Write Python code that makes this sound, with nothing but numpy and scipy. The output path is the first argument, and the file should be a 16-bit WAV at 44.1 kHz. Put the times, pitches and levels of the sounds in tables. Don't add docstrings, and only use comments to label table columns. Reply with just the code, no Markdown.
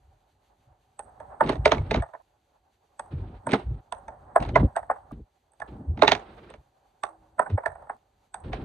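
import sys
import numpy as np
from scipy import signal
from scipy.fft import rfft, irfft, next_fast_len
from scipy.io import wavfile
from scipy.ndimage import uniform_filter1d, map_coordinates

SR = 44100
rng = np.random.default_rng(int(sys.argv[2]) if len(sys.argv) > 2 else 0)


def digitize_waveform(pressure):
    field = np.atleast_2d(pressure).T
    bounded = np.clip(field, -1, 1)
    quanta = np.round(bounded * 32767).astype(np.int16)
    wavfile.write(sys.argv[1], SR, quanta)


def boost_factor(decibels):
    exponent = np.asarray(decibels, float) / 20
    return 10 ** exponent


N = 381024

# (time [s], peak [dB], deck tone [Hz], clack [dB], tick [dB])
SLAMS = [(1.407, -2.5, 907, -31, -34.5), (1.492, -10.5, 384, -16.5, -32), (1.656, -1, 616.4, -12, -37.5),
         (1.718, -4, 630.6, -11, -51.5), (1.91, -11, 430.4, -13.5, -39), (1.943, -11, 634, -12.5, -62.5),
         (2.022, -20.5, 680, -23.5, -32), (2.136, -32, 970, -27, -37), (2.087, -41, 644, -26, -40),
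         (2.147, -28, 1000, -47, -53.5), (3.468, -15, 906, -26, -17.5), (3.518, -23, 405, -7, -22.5),
         (3.533, -12, 827, -12.5, -30.5), (3.542, -15.5, 407.3, -22, -44), (4.359, 0.64, 703, -38.5, -36.5),
         (4.557, -0.5, 1000, -27, -50), (4.763, -10.5, 708.6, -21, -28.5), (4.898, -6, 735.7, -50.5, -52),
         (6.021, -0.56, 630, -16.5, -45.5), (6.078, -4.5, 849.6, -6, -44.5), (6.118, -7.5, 770, -5, -47),
         (7.393, -3.5, 990, -29.5, -31.5), (7.577, -13.5, 841, -47, -41), (7.659, -8.5, 854, -24.5, -28.5),
         (7.896, -16.5, 829, -37, -32)]
# (time [s], peak [dB], deck tone [Hz], tick [dB])
POPS = [
    (0.992, -24.5, 819, -13.5),
    (2.994, -19.5, 897, -16.5),
    (3.923, -18.5, 987, -21),
    (5.519, -61, 836, -2),
    (5.534, -57, 855, -7),
    (5.6, -28.5, 842, -23),
    (6.501, -36, 502, -19.5),
    (7.035, -14, 1138, -21),
    (8.342, -21, 737, -15),
]
# (time [s], peak [dB], deck tone [Hz], clack [dB])
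RATTLES = [(1.201, -29, 605, -21), (1.473, -28.5, 412, -14), (1.462, -34, 600, -11.5),
           (1.517, -30.5, 500, -11), (1.523, -28, 465, -11.5), (1.531, -30.5, 450, -12),
           (1.555, -32.5, 400, -12.5), (1.677, -21.5, 649, -13), (1.781, -30.5, 2210, -11.5),
           (1.96, -24, 386, -12.5), (1.974, -24, 500, -24), (1.999, -35.5, 2240, -17),
           (3.369, -62, 720, -4), (3.491, -25, 616, -17.5), (3.51, -33.5, 700, -6),
           (3.556, -27.5, 2100, -16), (4.081, -24, 615, -20.5), (4.402, -30, 900, -14),
           (4.425, -29, 800, -9), (4.45, -27.5, 900, -12.5), (4.49, -30, 800, -13),
           (4.545, -37.5, 3050, -18.5), (4.772, -17.5, 800, -35), (4.828, -31, 900, -36),
           (4.91, -15.5, 786, -59), (4.96, -35, 750, -41), (5.11, -34.5, 1180, -30),
           (5.618, -21, 1718, -28), (5.974, -32, 790, -14), (5.992, -34.5, 700, -13),
           (6.031, -8.5, 900, -16.5), (6.175, -35, 800, -14), (6.046, -21, 2200, -27.5),
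           (6.1, -28.5, 1784, -28), (6.113, -17, 1402, -29), (6.15, -22, 711, -8), (6.538, -36, 580, -15.5),
           (7.5, -32, 396, -15.5), (7.382, -26.5, 643, -44), (7.42, -25, 1500, -38),
           (7.635, -25, 950, -37.5), (7.753, -29.5, 770, -39.5), (7.823, -39.5, 612, -26),
           (7.869, -39, 834, -42), (8.531, -23, 756, -11), (7.462, -25.5, 1510, -35),
           (4.562, -8, 706, -29.5), (4.757, -24.5, 1515, -28), (2.032, -25, 646, -35.5)]
# (calm [dB], windy [dB])
RATTLE_TICK_DB = (-33.5, -42)
BOARD_PAN_DB = (-5.5, -5.5, -3.5, -6, -4, -6)
# (time [s], tone [dB], tone [Hz], left-right [dB])
UPPER_TONES = [(0.991, -27.5, 1055, -4.0), (1.405, -7, 1424, -4.0), (1.492, -15, 1170, -6.5),
               (1.658, -5.5, 1395, -4), (1.719, -3, 1245, -5.5), (1.911, -14, 1644, -5),
               (1.941, -12, 2140, -2.5), (2.021, -23, 1710, -1.5), (2.14, -30.5, 1050, -7.5),
               (2.993, -20.5, 1087, -2.5), (3.468, -25, 1500, -3.5), (3.532, -11.5, 1490, -9),
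               (3.925, -21, 1052, -7.5), (4.361, -2.5, 1050, -1.5), (4.762, -16.5, 1573, -3.5),
               (4.9, -10, 1060, 1.0), (6.022, -5, 1046, -9.0), (7.036, -14, 1072, -8),
               (7.392, -7.5, 1273, -6.0), (7.576, -21.5, 1058, -4.5), (7.658, -1.5, 1760, -6.5),
               (7.898, -23, 1060, -3), (8.343, -25, 1087, -3.5)]
# (time [s], tone [dB], tone [Hz], left-right [dB])
HIGH_UPPER_TONES = [
    (4.557, -4, 2047, -5),
    (6.077, -3.5, 3640, -8),
    (6.118, -9, 2060, -8.5),
]
# (frequency [Hz], level [dB], t60 [s])
DECK_MODES = [(276, -6, 0.021), (425, -6, 0.096), (649, 2, 0.024), (880, -6, 0.069), (996, -3.5, 0.0069),
              (1235, -7.5, 0.0049), (1430, -5, 0.0024), (1730, -13.5, .02), (2160, -25.5, .03)]
# (frequency [Hz], level [dB], t60 [s])
TRUCK_MODES = [(2215, -1.5, 0.042), (2540, -2, 0.044), (3200, -6, 0.0093), (3720, -5.5, 0.011)]
# (frequency [Hz], level [dB])
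THUD = [(280, -43.5), (450, -11), (700, -1), (1100, -7.5), (1850, -13), (2100, -25), (3500, -61.5)]
# (frequency [Hz], level [dB])
CLACK_WINDY = [(1060, -30), (1800, 0.5), (2060, 1), (3360, -6.5), (3710, -3.5), (5410, -19.5),
               (6410, -17.5), (7710, -38.5), (8390, -29.5), (9810, -56.5), (12800, -73), (21600, -120)]
# (frequency [Hz], level [dB])
CLACK_CALM = [(880, -32), (1500, -2), (1770, -6.5), (2020, -16), (2640, -16), (3090, -23), (3530, -11),
              (4050, -26), (4680, -20.5), (5370, -37), (6130, -18.5), (7330, -43), (7800, -36.5),
              (10100, -57.5), (17200, -120)]
# (frequency [Hz], level [dB])
TICK = [(7750, -57), (8040, 3.5), (8500, 0.5), (9200, -8), (10000, -22.5), (12000, -28.5), (14000, -58)]
# (time [s], frequency [Hz], level [dB], t60 [s])
BOX_BOOM = (7.11, 322, -63, 1.6)
# (frequency [Hz], t60 [s], level [dB])
YARD = [(300, 0.11, -2), (800, 0.24, -2.5), (1680, 0.17, -6), (2300, .12, -5), (5000, 0.1, -3.5),
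        (9000, 0.29, -7)]
# (frequency [Hz], phase [rad])
BEAM_LEAD = [(300, 0.48), (700, -1.1), (1200, 1.4), (2500, 1), (5000, 2), (9000, -1)]
# (time [s], frequency [Hz], level [dB], length [s])
WHUMPS = [
    (7.545, 95, -15, 0.017),
    (5.9, 74, -21.5, 0.019),
    (1.6, 63, -23.5, 0.025),
    (4.652, 62, -12, 0.0078),
    (4.637, 240, -14, .007),
    (4.625, 150, -16, 0.0078),
    (4.605, 120, -15, 0.011),
    (3.545, 220, -13, 0.0045),
    (1.6, 110, -22.5, .008),
]
# (time [s], hold [s], level [dB], fall [s per 60 dB])
THUMPS = [(0.01, .14, -58, .2), (0.685, .02, -53, .2), (1.455, .52, -35, .12), (1.6, .02, -28, .3),
          (1.78, .02, -24, .4), (1.97, .04, -24, .09), (3.14, .02, -28, .6), (3.3, .1, -43, .07),
          (3.53, .1, -45, .3), (3.67, .07, -29, .22), (4.42, .17, -31, .13), (4.605, .06, -22, .1),
          (5.125, .1, -41, .08), (5.7, .02, -39, .5), (5.9, .02, -28, .26), (5.97, .17, -41, .2),
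          (6.2, .3, -53, 1.2), (6.58, .02, -47, .1), (7.545, .015, -34, .05), (7.68, .04, -50, .5),
          (8.455, .04, -37, .3), (8.51, .02, -33, .9)]
# (time [s], hold [s], level [dB], fall [s per 60 dB])
FLUTTERS = [(1.43, .1, -29, .3), (1.62, .3, -41, .2), (1.735, .01, -27, .2), (1.93, .055, -25, .06),
            (3.13, .04, -38, .5), (3.2, .17, -46, .08), (3.47, .04, -37, .2), (3.535, .01, -18, .16),
            (3.62, .12, -46, .9), (4.41, .15, -35, .2), (4.59, .06, -24, .1), (4.63, .02, -19, .07),
            (5.125, .08, -43, .1), (5.69, .2, -41, .5), (5.98, .18, -34, .15), (6.2, .3, -52, .5),
            (7.4, .01, -44, .15), (7.505, .05, -35, .05), (8.455, .05, -40, .4), (8.545, .08, -34, .6)]
# (time [s], hold [s], level [dB], fall [s per 60 dB])
SCUFFS = [(1.43, .05, -49, .2), (1.49, .002, -40, .15), (1.718, .002, -35, .15), (1.79, .11, -62, .2),
          (1.96, .002, -50, .4), (3.11, .03, -63, .5), (3.15, .23, -69, .08), (3.485, .03, -50, .2),
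          (3.536, .002, -35, .12), (3.57, .002, -51, .3), (3.68, .12, -74, .2), (4.41, .03, -52, .4),
          (4.57, .002, -48, .3), (5.12, .002, -68, .2), (5.68, .002, -59, .25), (5.98, .03, -62, .1),
          (6.165, .37, -62, .15), (7.5, .03, -64, .2), (8.44, .002, -57, .35), (8.526, .002, -52, .8)]
RISE_S = dict(thump=.09, flutter=.07, scuff=.04, hum=.13)
# (start [s], end [s])
WINDY = [
    (1.43, 2.015),
    (3.11, 3.44),
    (3.485, 3.805),
    (4.4, 4.67),
    (5.12, 5.25),
    (5.67, 6.6),
    (7.49, 7.565),
    (8.44, 8.64),
]
# (frequency [Hz], level [dB])
THUMP = [(26, -30.5), (44, 6), (91, -2.5), (140, -6.5), (180, -34), (310, -120)]
# (frequency [Hz], level [dB])
FLUTTER = [(65, -27), (110, -6), (232, -3.5), (350, -8), (403, -12.5), (600, -19.5), (780, -44.5),
           (1320, -120)]
# (frequency [Hz], level [dB])
RUMBLE = [(12, -37), (20, -8.5), (49, 1), (220, -18), (247, -15), (450, -12), (580, -41), (990, -120)]
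# (frequency [Hz], level [dB])
HUM = [(240, -40), (400, -15), (490, -17), (569, -6.5), (686, -12), (740, -2), (1080, -15.5), (1750, -26),
       (2200, -39.5), (3120, -58.5), (5280, -120)]
# (frequency [Hz], level [dB])
HISS = [(210, -30), (350, 1.5), (729, -9.5), (815, -9.5), (1340, -11), (1580, -14.5), (4010, -23.5),
        (5600, -41.5), (7590, -56.5), (8710, -40), (9600, -51), (12500, -81), (21100, -120)]
# (start [s], hum [dB], breeze [dB])
BACKGROUND = [(0, -68.5, -70.5), (0.991, -54, -60), (1.2, -49, -55), (2.03, -73.5, -73), (2.225, -72, -79),
              (3.0, -57, -57.5), (3.811, -65.5, -67), (3.93, -54, -55), (4.95, -60, -59.5),
              (5.2, -70, -80.5), (5.6, -56, -55), (6.4, -73, -62), (6.625, -69, -76.5), (7.04, -62, -65.5),
              (7.58, -51.5, -62.5), (7.97, -70.5, -72.5), (8.35, -55.5, -55.5), (8.47, -51, -53)]
# (frequency [Hz], level [dB])
SELF_NOISE = [(200, -19.5), (1500, 3), (4600, 1), (5300, -11), (6000, -1.5), (9000, -9), (9500, -16),
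              (10500, -7.5), (13300, -10), (14200, -71)]
# (time [s], click [dB])
SPLICES = [
    (2.222, -53),
    (3.806, -58),
    (5.119, -41),
    (6.62, -70),
    (7.968, -54.5),
]


def board():
    lead_in = SR // 50
    t = (np.arange(SR // 5) - lead_in) / SR
    early = t[:SR // 11]
    ring, thud, windy_clack, calm_clack, tick = np.zeros((5, 2, N + SR))
    hits = blows()
    luck = rng.standard_normal((len(hits), 2, len(DECK_MODES) + 2, 3))

    crack = 1.5 * swell(t - .0015, .004, .007)
    thud_shape = swell(t - .004, 0.0098, 0.056) + 0.068 * swell(t - .004, 0.015, 0.2)
    windy_tail = 0.6 * swell(t - .002, 0.022, 0.047) + 0.09 * swell(t, 0.0047, 0.15)
    calm_shape = crack + 0.35 * swell(t - .002, 0.0036, 0.033) + 0.044 * swell(t, .007, .12)
    tick_shape = crack + 0.24 * swell(t - .002, 0.0084, 0.029) + 0.054 * swell(t, .007, .25)
    scrape = np.pad(unit(boost_factor(3.3 * wobble(150))), (lead_in, SR))

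    for (s, db, tone_hz, clack_db, tick_db, pan_db), (deck_luck, truck_luck) in zip(hits, luck):
        deck_luck[:2] *= [0, 1, 0]
        overtone, pan_db = upper(s, db, pan_db)
        windy = in_wind(s)
        modes = [(hz, level - 19 * (k < 2 and not windy), t60)
                 for k, (hz, level, t60) in enumerate(DECK_MODES)]
        wood = ringing([(tone_hz, 4, .035), overtone] + modes, deck_luck, early)
        wood = wood / np.abs(wood).max()
        metal_db = clack_db - 13 - 6 * (not windy)
        wood = wood + boost_factor(metal_db) * ringing(TRUCK_MODES, truck_luck, early)

        at = slice(round(s * SR), round(s * SR) + len(t))
        uncut = s + t < min([cut for cut, _ in SPLICES if cut > s] + [N / SR])
        sides = boost_factor(db + pan_db * np.array([[.5], [-.5]]))
        ring[:, at][:, :len(early)] += sides * wood
        thud[:, at] += sides * uncut * thud_shape
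        clack_gain = sides * boost_factor(clack_db) * uncut
        if windy:
            windy_clack[:, at] += clack_gain * (crack + windy_tail * scrape[at])
        else:
            calm_clack[:, at] += clack_gain * calm_shape
        tick[:, at] += boost_factor(db + tick_db) * uncut * tick_shape

    layers = (ring, thud, windy_clack, calm_clack, tick)
    ring, thud, windy_clack, calm_clack, tick = (v[:, lead_in:lead_in + N] for v in layers)
    body = filtered(thud * white(1.0), lambda hz: boost_factor(along(THUD, hz) + 2.5))
    grain = white(0.91)
    grit = filtered(windy_clack * grain, lambda hz: boost_factor(along(CLACK_WINDY, hz) + 7.5))
    grit += filtered(calm_clack * grain, lambda hz: boost_factor(along(CLACK_CALM, hz) + 15.5))
    top = filtered(tick * rng.standard_normal(N), lambda hz: boost_factor(along(TICK, hz) + 11.0))
    return boost_factor(-4.0) * ring + body + grit + top * boost_factor([[-9], [4]])


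def blows():
    pop_clack_db = -14.5
    rows = SLAMS + [(s, db, hz, pop_clack_db, tick_db) for s, db, hz, tick_db in POPS]
    rows += [(*row, RATTLE_TICK_DB[in_wind(row[0])]) for row in RATTLES]
    return [(*row, BOARD_PAN_DB[attempt(row[0])]) for row in rows]


def upper(s, db, pan_db):
    over_modes_db, ceiling_db, cycles_per_60db = 2, 3, 22
    for at, tone_db, hz, side_db in UPPER_TONES + HIGH_UPPER_TONES:
        if abs(at - s) < .006:
            return (hz, min(tone_db - db + over_modes_db, ceiling_db), cycles_per_60db / hz), side_db
    return (1000, -90, .01), pan_db


def ringing(modes, luck, t):
    total = 0
    for (hz, level_db, t60), (strength, phase, detune) in zip(modes, luck):
        envelope = boost_factor(level_db + 2.4 * strength) * swell(t - 3.5 / hz, 0.013, t60)
        cycles = hz * (1 + 0.032 * detune) * t + phase
        total = total + envelope * np.sin(2 * np.pi * cycles)
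    return total


def box():
    s, hz, db, t60 = BOX_BOOM
    t = np.arange(N) / SR - s
    envelope = boost_factor(db + 2.9 * wobble(20)) * swell(t, .15, t60) * (t < .25)
    return envelope * np.sin(2 * np.pi * hz * t + 0.9 * wobble(18))


def yard(x):
    hz, t, z = signal.stft(rng.standard_normal((2, SR // 2)), SR, nperseg=256)
    t60 = along([row[:2] for row in YARD], hz)[:, None]
    level_db = along([row[::2] for row in YARD], hz)[:, None]
    slap_db = 8 * np.exp(-((t - .055) / .005) ** 2)
    tail = signal.istft(z * boost_factor(level_db + slap_db - 60 * t / t60), SR, nperseg=256)[1]
    answer = boost_factor(-15.0) * tail / np.linalg.norm(tail[0])
    answer = np.pad(answer, ((0, 0), (300, 0)))
    attempts = np.split(x, [round(s * SR) for s, _ in SPLICES], axis=1)
    return np.hstack([signal.fftconvolve(part, answer, axes=1)[:, :part.shape[1]] for part in attempts])


def whumps():
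    out = np.zeros(N)
    t = np.arange(-SR // 10, SR // 10) / SR
    for s, hz, db, length_s in WHUMPS:
        pulse = boost_factor(db) * np.exp(-(t / length_s) ** 2) * np.sin(2 * np.pi * hz * t)
        out[round(s * SR) - SR // 10:][:len(t)] += pulse
    return out


def gusts():
    breeze_db = background()[1]
    thump_db = peaks_db(THUMPS, RISE_S["thump"], breeze_db)
    flutter_db = peaks_db(FLUTTERS, RISE_S["flutter"], breeze_db - 6)
    lumps = wobble(22)
    thump = boost_factor(thump_db - 0.5 + 2.0 * lumps) * steady(rush(THUMP, 0.91), 0.12)
    flutter_gain = boost_factor(flutter_db - 4.5 + 2.0 * lumps + 3.5 * wobble(54))
    flutter = flutter_gain * steady(rush(FLUTTER, 0.98), 0.06)
    return thump + flutter + boost_factor(-75.0) * rush(RUMBLE, 1.0)


def air():
    lift_db, lift_per_db, lag_s, fall_s = -42, 0.7, 0.044, 0.65
    lifts = [(s + lag_s, 0, lift_db + lift_per_db * db, fall_s) for s, db, *_ in blows()]
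    hum_floor_db = background()[0]
    roll_db = peaks_db(lifts, RISE_S["hum"], hum_floor_db)
    scuff_db = peaks_db(SCUFFS, RISE_S["scuff"], 0 * hum_floor_db - 95)
    hum = boost_factor(roll_db - 1.0 + 2.8 * wobble(25) + 1.5 * wobble(5.9)) * rush(HUM, 0.29)
    top = boost_factor(roll_db - 32 + 2.2 * wobble(40)) * rush(TICK, 0.44)
    grains = unit(boost_factor(2.5 * wobble(70)) * rush(HISS, 0.39))
    hiss = gusty() * boost_factor(scuff_db + 10) * grains
    return boost_factor([[-1.5], [1.5]]) * (hum + hiss) + boost_factor([[-5], [3]]) * top


def background():
    settle_ms = 48
    s, *levels = np.transpose(BACKGROUND)
    row = np.searchsorted(s, np.arange(N * 1000 // SR + 1) / 1000, side="right") - 1
    return uniform_filter1d(np.array(levels)[:, np.maximum(row, 0)], size=settle_ms)


def gusty():
    t = np.arange(N) / SR
    blowing = sum((t >= a) & (t <= b) for a, b in WINDY) * 1.0
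    return uniform_filter1d(blowing, size=SR // 80)


def in_wind(s):
    return any(a < s < b for a, b in WINDY)


def attempt(s):
    return np.searchsorted([cut for cut, _ in SPLICES], s)


def peaks_db(rows, rise, floor_db):
    t = np.arange(len(floor_db)) / 1000
    s, hold, db, fall = np.transpose(rows)[..., None]
    shape = db - 60 * np.maximum(0, np.maximum((s - t) / rise, (t - s - hold) / fall))
    shape = np.where(attempt(t) == attempt(s), shape, -200)
    return per_sample(np.maximum(shape.max(axis=0), floor_db))


def per_sample(values):
    return np.interp(np.arange(N) * 1000 / SR, np.arange(len(values)), values)


def wobble(rate_hz):
    ms = np.arange(N * 1000 // SR + 2)
    knots = rng.standard_normal(int(N * rate_hz / SR) + 4)
    return per_sample(map_coordinates(knots, [ms * rate_hz / 1000]))


def swell(t, rise, t60):
    return boost_factor(-60 * np.where(t < 0, -t / rise, t / t60))


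def unit(x):
    return x / np.sqrt(np.mean(x ** 2) + 1e-20)


def steady(x, span_s):
    return x / np.sqrt(np.abs(uniform_filter1d(x ** 2, round(span_s * SR))) + 1e-3)


def along(points, hz):
    f, v = np.transpose(points)
    return np.interp(np.log(hz + 1), np.log(f + 1), v)


def filtered(x, response):
    m = next_fast_len(N + SR // 5)
    return irfft(rfft(x, m) * response(np.fft.rfftfreq(m, 1 / SR)), m)[..., :N]


def white(alike):
    a, b = rng.standard_normal((2, N))
    turn = np.arccos(np.clip(alike, -1, 1)) / 2
    common, differing = np.cos(turn) * a, np.sin(turn) * b
    return np.array([common + differing, common - differing])


def rush(spectrum, alike):
    return unit(filtered(white(alike), lambda hz: boost_factor(along(spectrum, hz))))


def scene():
    lean = np.array([[1], [-1]])
    hits = filtered(board(), lambda hz: np.exp(.5j * along(BEAM_LEAD, hz) * lean))
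    echoes = yard(hits)
    around = box() + whumps() + gusts() + air()
    smear = unit(.4 + wobble(160))
    return hits + echoes * smear + around


def splices():
    clicks = np.zeros(N)
    for s, db in SPLICES:
        clicks[round(s * SR)] = boost_factor(db)
    return clicks


def band_limit(x):
    return signal.sosfilt(signal.butter(12, 14000, fs=SR, output="sos"), x)


def record(dry):
    side = filtered((dry[0] - dry[1]) / 2, lambda hz: 1 / (1 + (480 / (hz + 1)) ** 6) + .01)
    mid = filtered(dry.mean(axis=0), lambda hz: 1 / (1 + (40 / (hz + 1)) ** 4))
    beams = np.array([mid + side, mid - side])
    beams = beams / (1 + np.abs(beams / .95) ** 6) ** (1 / 6)
    beams = filtered(beams, lambda hz: 1 / (1 + (hz / 10500) ** 12) + 0.033)
    self_noise = boost_factor(-80 + 1.7 * wobble(23)) * rush(SELF_NOISE, 0.63)
    return band_limit(beams + self_noise + splices())


dry = scene()
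out = record(dry)
digitize_waveform(out)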